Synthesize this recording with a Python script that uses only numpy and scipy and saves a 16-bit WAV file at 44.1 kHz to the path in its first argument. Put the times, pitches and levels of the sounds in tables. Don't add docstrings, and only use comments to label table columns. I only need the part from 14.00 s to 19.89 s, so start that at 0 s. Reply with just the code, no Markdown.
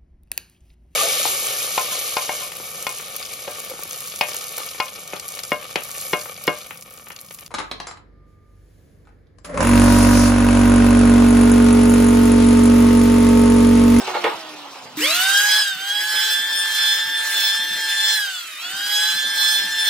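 import sys
import numpy as np
from scipy import signal
from scipy.io import wavfile
from scipy.ndimage import uniform_filter1d, minimum_filter1d

SR = 44100
rng = np.random.default_rng(int(sys.argv[2]) if len(sys.argv) > 2 else 0)


def persist_wave(psi):
    counts = np.round(np.clip(psi, -1, 1) * 32767).astype(np.int16)
    wavfile.write(sys.argv[1], SR, np.atleast_2d(counts).T)


def boost(x):
    u = np.asarray(x, float) / 20
    return 10 ** u


N = 259749

START_S = 0.972
TOP_HZ, PULL_HZ_PER_S, PULL_LAW, DRAG_HZ_PER_S, GRIP_S = 1773, 5300.0, 1.36, 1312.0, 0.03
COAST_HZ, COAST_PER_S, COAST_DB_PER_S = 780.0, 0.47, -17.5
SAG_HZ = 31.19
SURGE_S, LULL_S, LULL_DB = 0.18, 0.081, -4.5
# off t/s, on again t/s
RELEASES = [
    (1.595, 1.767),
    (4.134, 4.569),
]
# nearest t/s, reach/1, approach/s, retreat/s
STROKES = [
    (1.518, 1.27, 0.28, 0.14),
    (2.263, 1.006, 0.19, 0.083),
    (2.88, 0.9, 0.22, 0.093),
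    (3.44, 0.92, 0.17, 0.097),
    (4.131, 0.81, 0.212, 0.19),
    (5.028, 0.999, 0.144, 0.11),
    (5.501, 1.02, 0.1, 0.084),
    (5.931, 0.96, 0.11, 0.095),
]

ORDERS = (12, 24, 36, 60, 6, 11, 22, 28.4)
# far level/dB, rise/dB per reach, rise/dB per octave of speed, surge/dB, coasting level/dB
VOICES = [
    (-31.5, 5, 27, -6, -42.5),
    (-28.5, 5.3, 25.5, 26.5, -42),
    (-36.5, 10.5, 25.5, 28.5, -45.5),
    (-47.5, 8, 21.6, 16, -66),
    (-46.5, 6, 18, 38, -39.5),
    (-37.5, 6, 30, 16, -58),
    (-35, 5.5, 11, 11, -57),
    (-41, 11.5, 9, 1, -48),
]
# shaft order/1, level/dB over the top air
SLOT_ORDERS = [(18, -11), (30, -2), (42, -5), (48, -1.5), (54, -7.5), (66, -7.5), (72, -4.5), (78, -16.5),
               (84, -9.5), (90, -24), (96, -5), (108, -9)]
# shaft order/1, level/dB over blades x2
FAN_ORDERS = [(33, -10), (44, -37), (55, -17.5), (67, -26.5), (99, -25)]
# shaft order/1, level/dB over the teeth
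BELT_ORDERS = [(34.4, -16.5), (39.4, -11), (45.4, -30), (50.4, -17), (56.8, -17), (61.4, -12.5),
               (67.8, -40.5)]
UPPER_SURGE_DB, UPPER_LULL_DB = -4.5, -0.5
HOUSING_HZ, HOUSING_WIDTH, HOUSING_DB = 3320, 0.074, 4.5
# t/s, shaft order/1, level/dB, half width/s
GLINTS = [(1.29, 12.0, 12, 0.18), (1.3, 24.0, -17, 0.015), (1.45, 24.0, -9.5, 0.04),
          (1.46, 28.4, -13.5, 0.048), (1.61, 36.0, 4, 0.025), (1.69, 12.0, 8, 0.052),
          (1.712, 28.4, 10.4, 0.025), (1.941, 24.0, 5.5, 0.031), (2.13, 24.0, -17, 0.023),
          (2.49, 28.4, -5, 0.23), (2.578, 60.0, 16.5, 0.035), (3.11, 28.4, -17, 0.035),
          (3.19, 60.0, 16, 0.029), (3.27, 24.0, -12.3, 0.03), (3.31, 22.0, -10, 0.09),
          (3.38, 12.0, -3.5, 0.044), (3.83, 24.0, -18, 0.033), (4.03, 28.4, 6.5, 0.16),
          (4.11, 24.0, 2, 0.16), (4.24, 12.0, 6.5, 0.058), (4.39, 28.4, 6.5, 0.035), (5.43, 28.4, 7, 0.25),
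          (5.47, 24.0, 2.5, 0.11), (5.69, 24.0, -14, 0.018),
          (1.1, 36.0, 6.5, 0.083), (1.35, 36.0, -6, 0.08), (1.38, 28.4, 6.5, 0.095), (1.9, 6.0, 8, 0.069),
         (1.95, 12.0, 4.5, 0.11), (2.37, 11.0, 12, 0.022), (2.46, 36.0, -16, 0.026), (2.52, 22.0, 4, 0.082),
         (2.59, 24.0, 5.5, 0.023), (2.72, 24.0, -10.0, 0.032), (3.22, 36.0, -7, 0.063),
         (3.56, 36.0, -2, 0.024), (4.0, 36.0, -11, 0.029), (4.008, 60.0, 11.5, 0.014),
         (4.569, 36.0, 14, 0.068), (5.34, 11.0, 7.5, 0.13), (5.69, 22.0, -3, 0.13), (5.82, 36.0, -3, 0.021),
         (5.83, 60.0, 12, 0.019), (5.88, 24.0, 1.5, 0.051)]
# t/s, shaft order/1, level/dB, half width/s
SWEEPS = [
    (1.035, 36, 4, 0.023),
    (1.067, 24, 8, 0.02),
    (1.03, 28.4, 6, 0.016),
    (0.97, 6, -4, .04),
    (4.44, 6, -8, 0.091),
    (4.17, 24, -4.5, 0.058),
    (4.37, 28.4, 2.5, 0.028),
    (4.55, 24, 6, 0.055),
    (4.66, 28.4, 9, 0.028),
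    (4.3, 12, 2, 0.1),
]

# far level/dB, rise/dB per reach, rise/dB per octave, surge/dB
RUSH = (-38, 4, 7, 25)
LOW = (-14, 0.4, 3, -1)
TOP = (-7, 5, -2.5, 0.5)
LOW_LULL_DB, TOP_LULL_DB = -2, 0.5
SHOP_DB, SHOP_DB_PER_S, SHOP_TOP_DB, ECHO_DB, ECHO_DB_PER_S = -37, -12, -15, -13.5, -130
# f/Hz, level/dB per Hz
AIR_COLOUR = [(180, -37.5), (300, -22), (800, -20.5), (1290, -14.5), (1760, -9), (2330, -12), (3240, -10),
              (5700, -15), (8000, -16), (10400, -23), (12000, -18.5), (13600, -16.5), (14800, -14.5),
              (15600, -27)]
# f/Hz, level/dB per Hz
SHOP_COLOUR = [(40, -60), (110, -15), (240, -18), (330, -9), (500, -12), (850, -3), (1250, -8),
               (1650, -16.5), (2900, -9), (5000, -14.5), (6500, -21.5), (10000, -28), (15500, -35.5)]
# t/s, level/dB, dying/dB per s
BUMPS = [(.85, -51, -150), (.97, -48, -150), (1.17, -50.5, -140), (1.28, -56, -300), (1.758, -51.5, -300),
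         (1.91, -58, -180), (2.18, -54, -280), (2.39, -54, -125), (2.78, -54.5, -400), (2.91, -58, -300),
         (3., -57, -300), (3.07, -49.5, -370), (3.34, -59, -370), (3.6, -53.5, -310), (3.71, -51, -135),
         (4.67, -57, -200), (4.74, -54, -85), (5.16, -49, -340), (5.26, -52, -150), (5.56, -53, -260),
         (5.66, -48, -170)]
BUMP_RISE_DB_PER_S = 308

# f/Hz, correlation/1
SAME = [(60, 0.17), (180, 0.72), (550, 0.6), (1650, 1), (4970, -0.51), (15000, -1.7)]
# f/Hz, left minus right level/dB
LEAN = [(60, -5), (180, -1), (550, -0.5), (1650, -4.5), (4970, 0.5), (15000, -2)]
# f/Hz, left lead/rad
LEAD = [(0, -0.5), (2930, 0.5), (7410, 2), (8010, -1.5), (9820, -1.4), (14300, -2), (16600, -2.5)]

# t/s, length/s, from f/Hz, to f/Hz, level/dB
SQUEAKS = [
    (.0, .55, 12620, 12560, -58),
    (.48, .04, 12550, 12550, -59),
    (.978, .028, 11650, 11700, -38),
    (1.025, .045, 10700, 11900, -32),
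    (.982, .016, 2300, 2350, -30),
]
# t/s, level/dB, rattle length/s, first crack over the rattle/dB, swell/dB per s
KNOCKS = [
    (0.072, -28, 0.033, -5, -100.0),
    (0.141, -22, 0.033, 9, 120.0),
    (0.239, -19, 0.043, 23, -22),
    (.293, -33.5, 0.048, 8, -30.0),
    (0.746, -43, 0.018, -1, -54),
    (0.821, -54, 0.059, 6, -50.0),
    (0.85, -46, 0.022, -8, -46),
]
# f/Hz, width/Hz, level/dB
BATTEN = [(300, 26, -14.5), (463, 40, -2), (590, 44, -9), (716, 28, -7.5), (842, 19, -2.5), (901, 22, 0),
          (1190, 78, -4.5), (1380, 100, -5.5), (1830, 200, -5), (2210, 140, -4), (2790, 160, -6.5),
          (3460, 320, -7.5)]

HUM_START_DB, HUM_HOLD_S, HUM_DB_PER_S = -29, 0.048, -190
HUM_DB, HUM_NEAR_DB, HUM_OFF_DB = -56, -9.5, -16


def evened(x):
    return x / np.sqrt(np.mean(x ** 2) + 1e-20)


def read(points, hz):
    f, value = np.transpose(points)
    return np.interp(np.log(hz + 1), np.log(f + 1), value)


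def wander(per_s, count, t):
    knots = evened(uniform_filter1d(rng.standard_normal((count, 2400)), 4, axis=1))
    return np.array([np.interp(t * per_s * 4, np.arange(2400), k) for k in knots])


def bell(x):
    return np.exp(-0.5 * x ** 2)


def resonate(x, hz, width_hz):
    turn = np.exp(2j * np.pi * np.cumsum(hz * np.ones(len(x))) / SR)
    r = np.exp(-np.pi * width_hz / SR)
    return 2 * (turn * signal.lfilter([1 - r], [1, -r], x / turn)).real


def add(mix, s, sound):
    part = mix[round(s * SR):][:len(sound)]
    part += sound[:len(part)]


def controls(t):
    step = 64 / SR
    s = np.arange(START_S, N / SR + 0.1, step)
    off = sum(np.clip((s - a) / step, 0, 1) - np.clip((s - b) / step, 0, 1) for a, b in RELEASES)
    current = (1 - off) * np.minimum((s - START_S) / GRIP_S, 1)
    hz = [COAST_HZ * np.exp(-COAST_PER_S * START_S)]
    for on in current[1:]:
        pull = PULL_HZ_PER_S * ((hz[-1] / TOP_HZ) ** -PULL_LAW - 1) + DRAG_HZ_PER_S
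        hz.append(hz[-1] + step * (on * pull - DRAG_HZ_PER_S))
    free = np.interp(t, s, hz)
    lull = np.interp(t, s, signal.lfilter([step / LULL_S], [1, step / LULL_S - 1], off))
    reach = sum(far * bell((t - s0) / np.where(t < s0, come, go)) for s0, far, come, go in STROKES)
    since = np.maximum(t - START_S, 0)
    loaded = free - SAG_HZ * reach * np.minimum(since / GRIP_S, 1)
    slot_hz = np.where(t < START_S, COAST_HZ * np.exp(-COAST_PER_S * t), loaded)
    return slot_hz, reach, np.log2(free / TOP_HZ), np.exp(-since / SURGE_S), lull


def line_levels(t):
    slot_hz, *drive, lull = controls(t)
    rows = np.array(VOICES)
    db = rows[:, :1] + rows[:, 1:4] @ drive + LULL_DB * lull

    def shell(slot):
        line_hz = np.outer(ORDERS, slot) / 12
        return HOUSING_DB * bell(np.log(line_hz / HOUSING_HZ) / HOUSING_WIDTH)

    db += shell(slot_hz) - shell(TOP_HZ)
    for s, order, glint_db, width in GLINTS + SWEEPS:
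        db[np.argmin(abs(np.array(ORDERS) - order))] += glint_db * bell((t - s) / width)
    return slot_hz, np.where(t < START_S, rows[:, 4:] + COAST_DB_PER_S * t, db)


def air_levels(t, catch_db=-15.5, catch_s=0.06):
    _, *drive, lull = controls(t)
    rush, low, top = (row[0] + np.array(row[1:]) @ drive for row in (RUSH, LOW, TOP))
    rush = rush + LULL_DB * lull + catch_db * np.exp(-abs(t - START_S) / catch_s)
    running = [rush, low + LOW_LULL_DB * lull, top + TOP_LULL_DB * lull]
    echo = sum(boost(db + ECHO_DB + ECHO_DB_PER_S * (t - s)) * (t > s) for s, db, *_ in KNOCKS)
    fan_db = SHOP_DB + SHOP_DB_PER_S * t
    shop = 20 * np.log10(np.hypot(boost(fan_db), echo))
    return np.where(t > START_S, running, [shop, 0 * t, SHOP_TOP_DB + fan_db - shop])


def whine(flutter_db=1.5, spread=0.72, wobble=0.001):
    t, at = np.arange(0, N + 64, 64) / SR, np.arange(N) / SR
    slot_hz, levels = line_levels(t)
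    wobbly_hz = slot_hz * (1 + wobble * wander(30, 1, t)[0])
    shaft = 2 * np.pi * np.cumsum(np.interp(at, t, wobbly_hz)) / SR / 12
    rush, _, top = air_levels(t)
    top = top + (t > START_S) * ([UPPER_SURGE_DB, UPPER_LULL_DB] @ np.array(controls(t)[3:]))
    lines = list(zip(ORDERS, levels))
    lines += [(k, rush + top + db - 10.0 * (t < START_S)) for k, db in SLOT_ORDERS]
    lines += [(k, levels[-2] + db) for k, db in FAN_ORDERS]
    lines += [(k, levels[-1] + db) for k, db in BELT_ORDERS]
    fade_db = [1.0, 3.0, 3.5, 4.0, 2.5, 1.5, 2.5, 3.0] + [5.5] * 30
    fades, flutters, leans = (wander(per_s, len(lines), t) for per_s in (24, 60, 5))
    out = np.zeros((2, N))
    for i, (order, db) in enumerate(lines):
        flutter = flutter_db * (order / 24) ** 0.72 * flutters[i]
        fade = fade_db[i] * np.minimum(fades[i], 0.5)
        level = np.sqrt(2) * boost(db + flutter + fade)
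        lean = np.interp(at, t, spread * (order / 24) ** 0.7 * leans[i] / 2)
        tilt = boost(read(LEAN, order * 130.0) / 2)
        tone = np.cos(order * shaft + i + np.array([lean, -lean]))
        out += np.interp(at, t, level) * tone * [[tilt], [1 / tilt]]
    return out


def air(patchy_db=2.5, flicker_db=2.0, blade_db=3.0, blade_width=0.13):
    frames, hz = N // 128 + 5, np.fft.rfftfreq(512, 1 / SR)[:, None]
    t = np.arange(frames) * 128 / SR
    rush, low, top = air_levels(t)
    running = t > START_S
    a, b, c, d, patches = rng.standard_normal((frames, 257, 5)).T
    patches = evened(uniform_filter1d(uniform_filter1d(patches, 6, 0), 16, 1))
    flicker = evened(uniform_filter1d(rng.standard_normal(frames), 4))

    air_colour = read(AIR_COLOUR, np.minimum(hz, 15500)) - read(AIR_COLOUR, 2400)
    shop_colour = read(SHOP_COLOUR, hz) - read(SHOP_COLOUR, 2400)
    colour = np.where(running, air_colour, shop_colour)
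    lowness = np.clip(np.log2(1700 / (hz + 1)), 0, 1)
    topness = np.clip(np.log2((hz + 1) / 3500) / 0.53, 0, 1)
    low, top = (v - np.where(running, v[running].mean(), v[~running].mean()) for v in (low, top))
    slot_hz = controls(t)[0]
    humps = sum(bell(np.log((hz + 1) / (k * slot_hz)) / blade_width) for k in (0.95, 1.92))
    db = rush + colour + lowness * low + topness * top + running * blade_db * humps
    db = db + patchy_db * patches + flicker_db * topness * flicker

    bumps = [bump_db + np.where(t < s, BUMP_RISE_DB_PER_S, fall) * (t - s) for s, bump_db, fall in BUMPS]
    floor_db = np.where(running, -72.0, -90.0)
    rumble = boost(np.maximum(np.max(bumps, axis=0), floor_db) + 2.5)
    rumble = rumble * np.exp(-((hz - 190.0) / 70.0) ** 2)

    same = np.clip(read(SAME, hz), -1, 1) * (running | (hz < 7000))
    left = a + 1j * b
    right = abs(same) * left + np.sqrt(1 - same ** 2) * (c + 1j * d)
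    ports = boost(read(LEAN, hz) / 2) * np.exp(0.5j * read(LEAD, hz))
    z = np.array([left * ports, right / ports])
    return signal.istft(z * (boost(db - 11.5) + rumble), nperseg=512, noverlap=384)[1][:, :N]


def squeaks(width_hz=57.0):
    out = np.zeros(N)
    for s, length, from_hz, to_hz, db in SQUEAKS:
        hz = np.linspace(from_hz, to_hz, round(length * SR))
        slip = rng.standard_normal(SR)[:len(hz)]
        ring = resonate(resonate(slip, hz, width_hz), hz, width_hz)
        add(out, s, boost(db) * evened(ring) * np.hanning(len(hz)))
    return out


def knocks():
    out, t = np.zeros(N), np.arange(5000) / SR
    for s, db, length, crack_db, swell_db in KNOCKS:
        chatter = rng.standard_normal(5000) * np.clip(t / 0.0013, 0, 1) * boost(swell_db * t)
        chatter[150] += boost(crack_db)
        wood = np.zeros(5000)
        for k, (hz, width_hz, mode_db) in enumerate(BATTEN):
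            fade = boost(-0.2 * np.maximum(hz - 1000, 0) * t)
            mode = resonate(chatter * fade, hz, width_hz) / np.sqrt(width_hz)
            wood += (-1) ** k * boost(mode_db) * mode
        wood *= boost(-2500.0 * np.maximum(t - length, 0))
        add(out, s, boost(db) * wood / np.std(wood[:round(length * SR)]))
    return out


def workshop(x, t60=0.15):
    taps = np.zeros((2, 24000))
    at = np.arange(300, 23900, 20) + rng.integers(0, 20, (2, 1180))
    np.put_along_axis(taps, at, rng.choice([-1.0, 1.0], at.shape), 1)
    taps *= boost(-60 * np.arange(24000) / SR / t60)
    return signal.fftconvolve(x[None], taps / np.linalg.norm(taps[0]), axes=1)[:, :N]


def hum(hz=306.0, fuzz=0.53):
    t = np.arange(N) / SR
    tone = np.sqrt(2) * np.cos(2 * np.pi * hz * t + fuzz * wander(20, 1, t)[0])
    _, reach, _, _, lull = controls(t)
    starting = boost(HUM_START_DB + HUM_DB_PER_S * np.maximum(t - START_S - HUM_HOLD_S, 0))
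    steady = boost(HUM_DB + HUM_NEAR_DB * reach + HUM_OFF_DB * lull)
    return (starting + steady) * tone * np.clip((t - START_S) / 0.002, 0, 1)


def scene():
    tool, wood = whine(), knocks()
    near = tool + air() + hum() + (wood + squeaks()) * boost([[-1.2], [1.2]])
    return near + boost(-3.0) * workshop(wood) + boost(-7.0) * workshop(tool.mean(0))


def top_cut(x):
    return signal.sosfilt(signal.butter(12, 17040, fs=SR, output="sos"), x)


def record(dry):
    cut = signal.sosfilt(signal.butter(2, 110.0, "highpass", fs=SR, output="sos"), dry)
    hz, _, z = signal.stft(cut, SR, nperseg=2048, noverlap=1024)
    power = (abs(z) ** 2).mean(0)
    bands = power[:20].reshape(5, 4, -1).sum(1).repeat(4, 0)
    loudness = minimum_filter1d(power.sum(0), size=3)
    margin_db = 10 * np.log10(bands / loudness + 1e-12) + 37.6
    z[:, :20] *= boost(-29.0) + 1 / (1 + boost(-6.0 * margin_db))
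    z[:, hz > 15790] = 0
    mix = signal.istft(z, SR, nperseg=2048, noverlap=1024)[1][:, :N]
    return top_cut(mix)


dry = scene()
out = record(dry)
persist_wave(out)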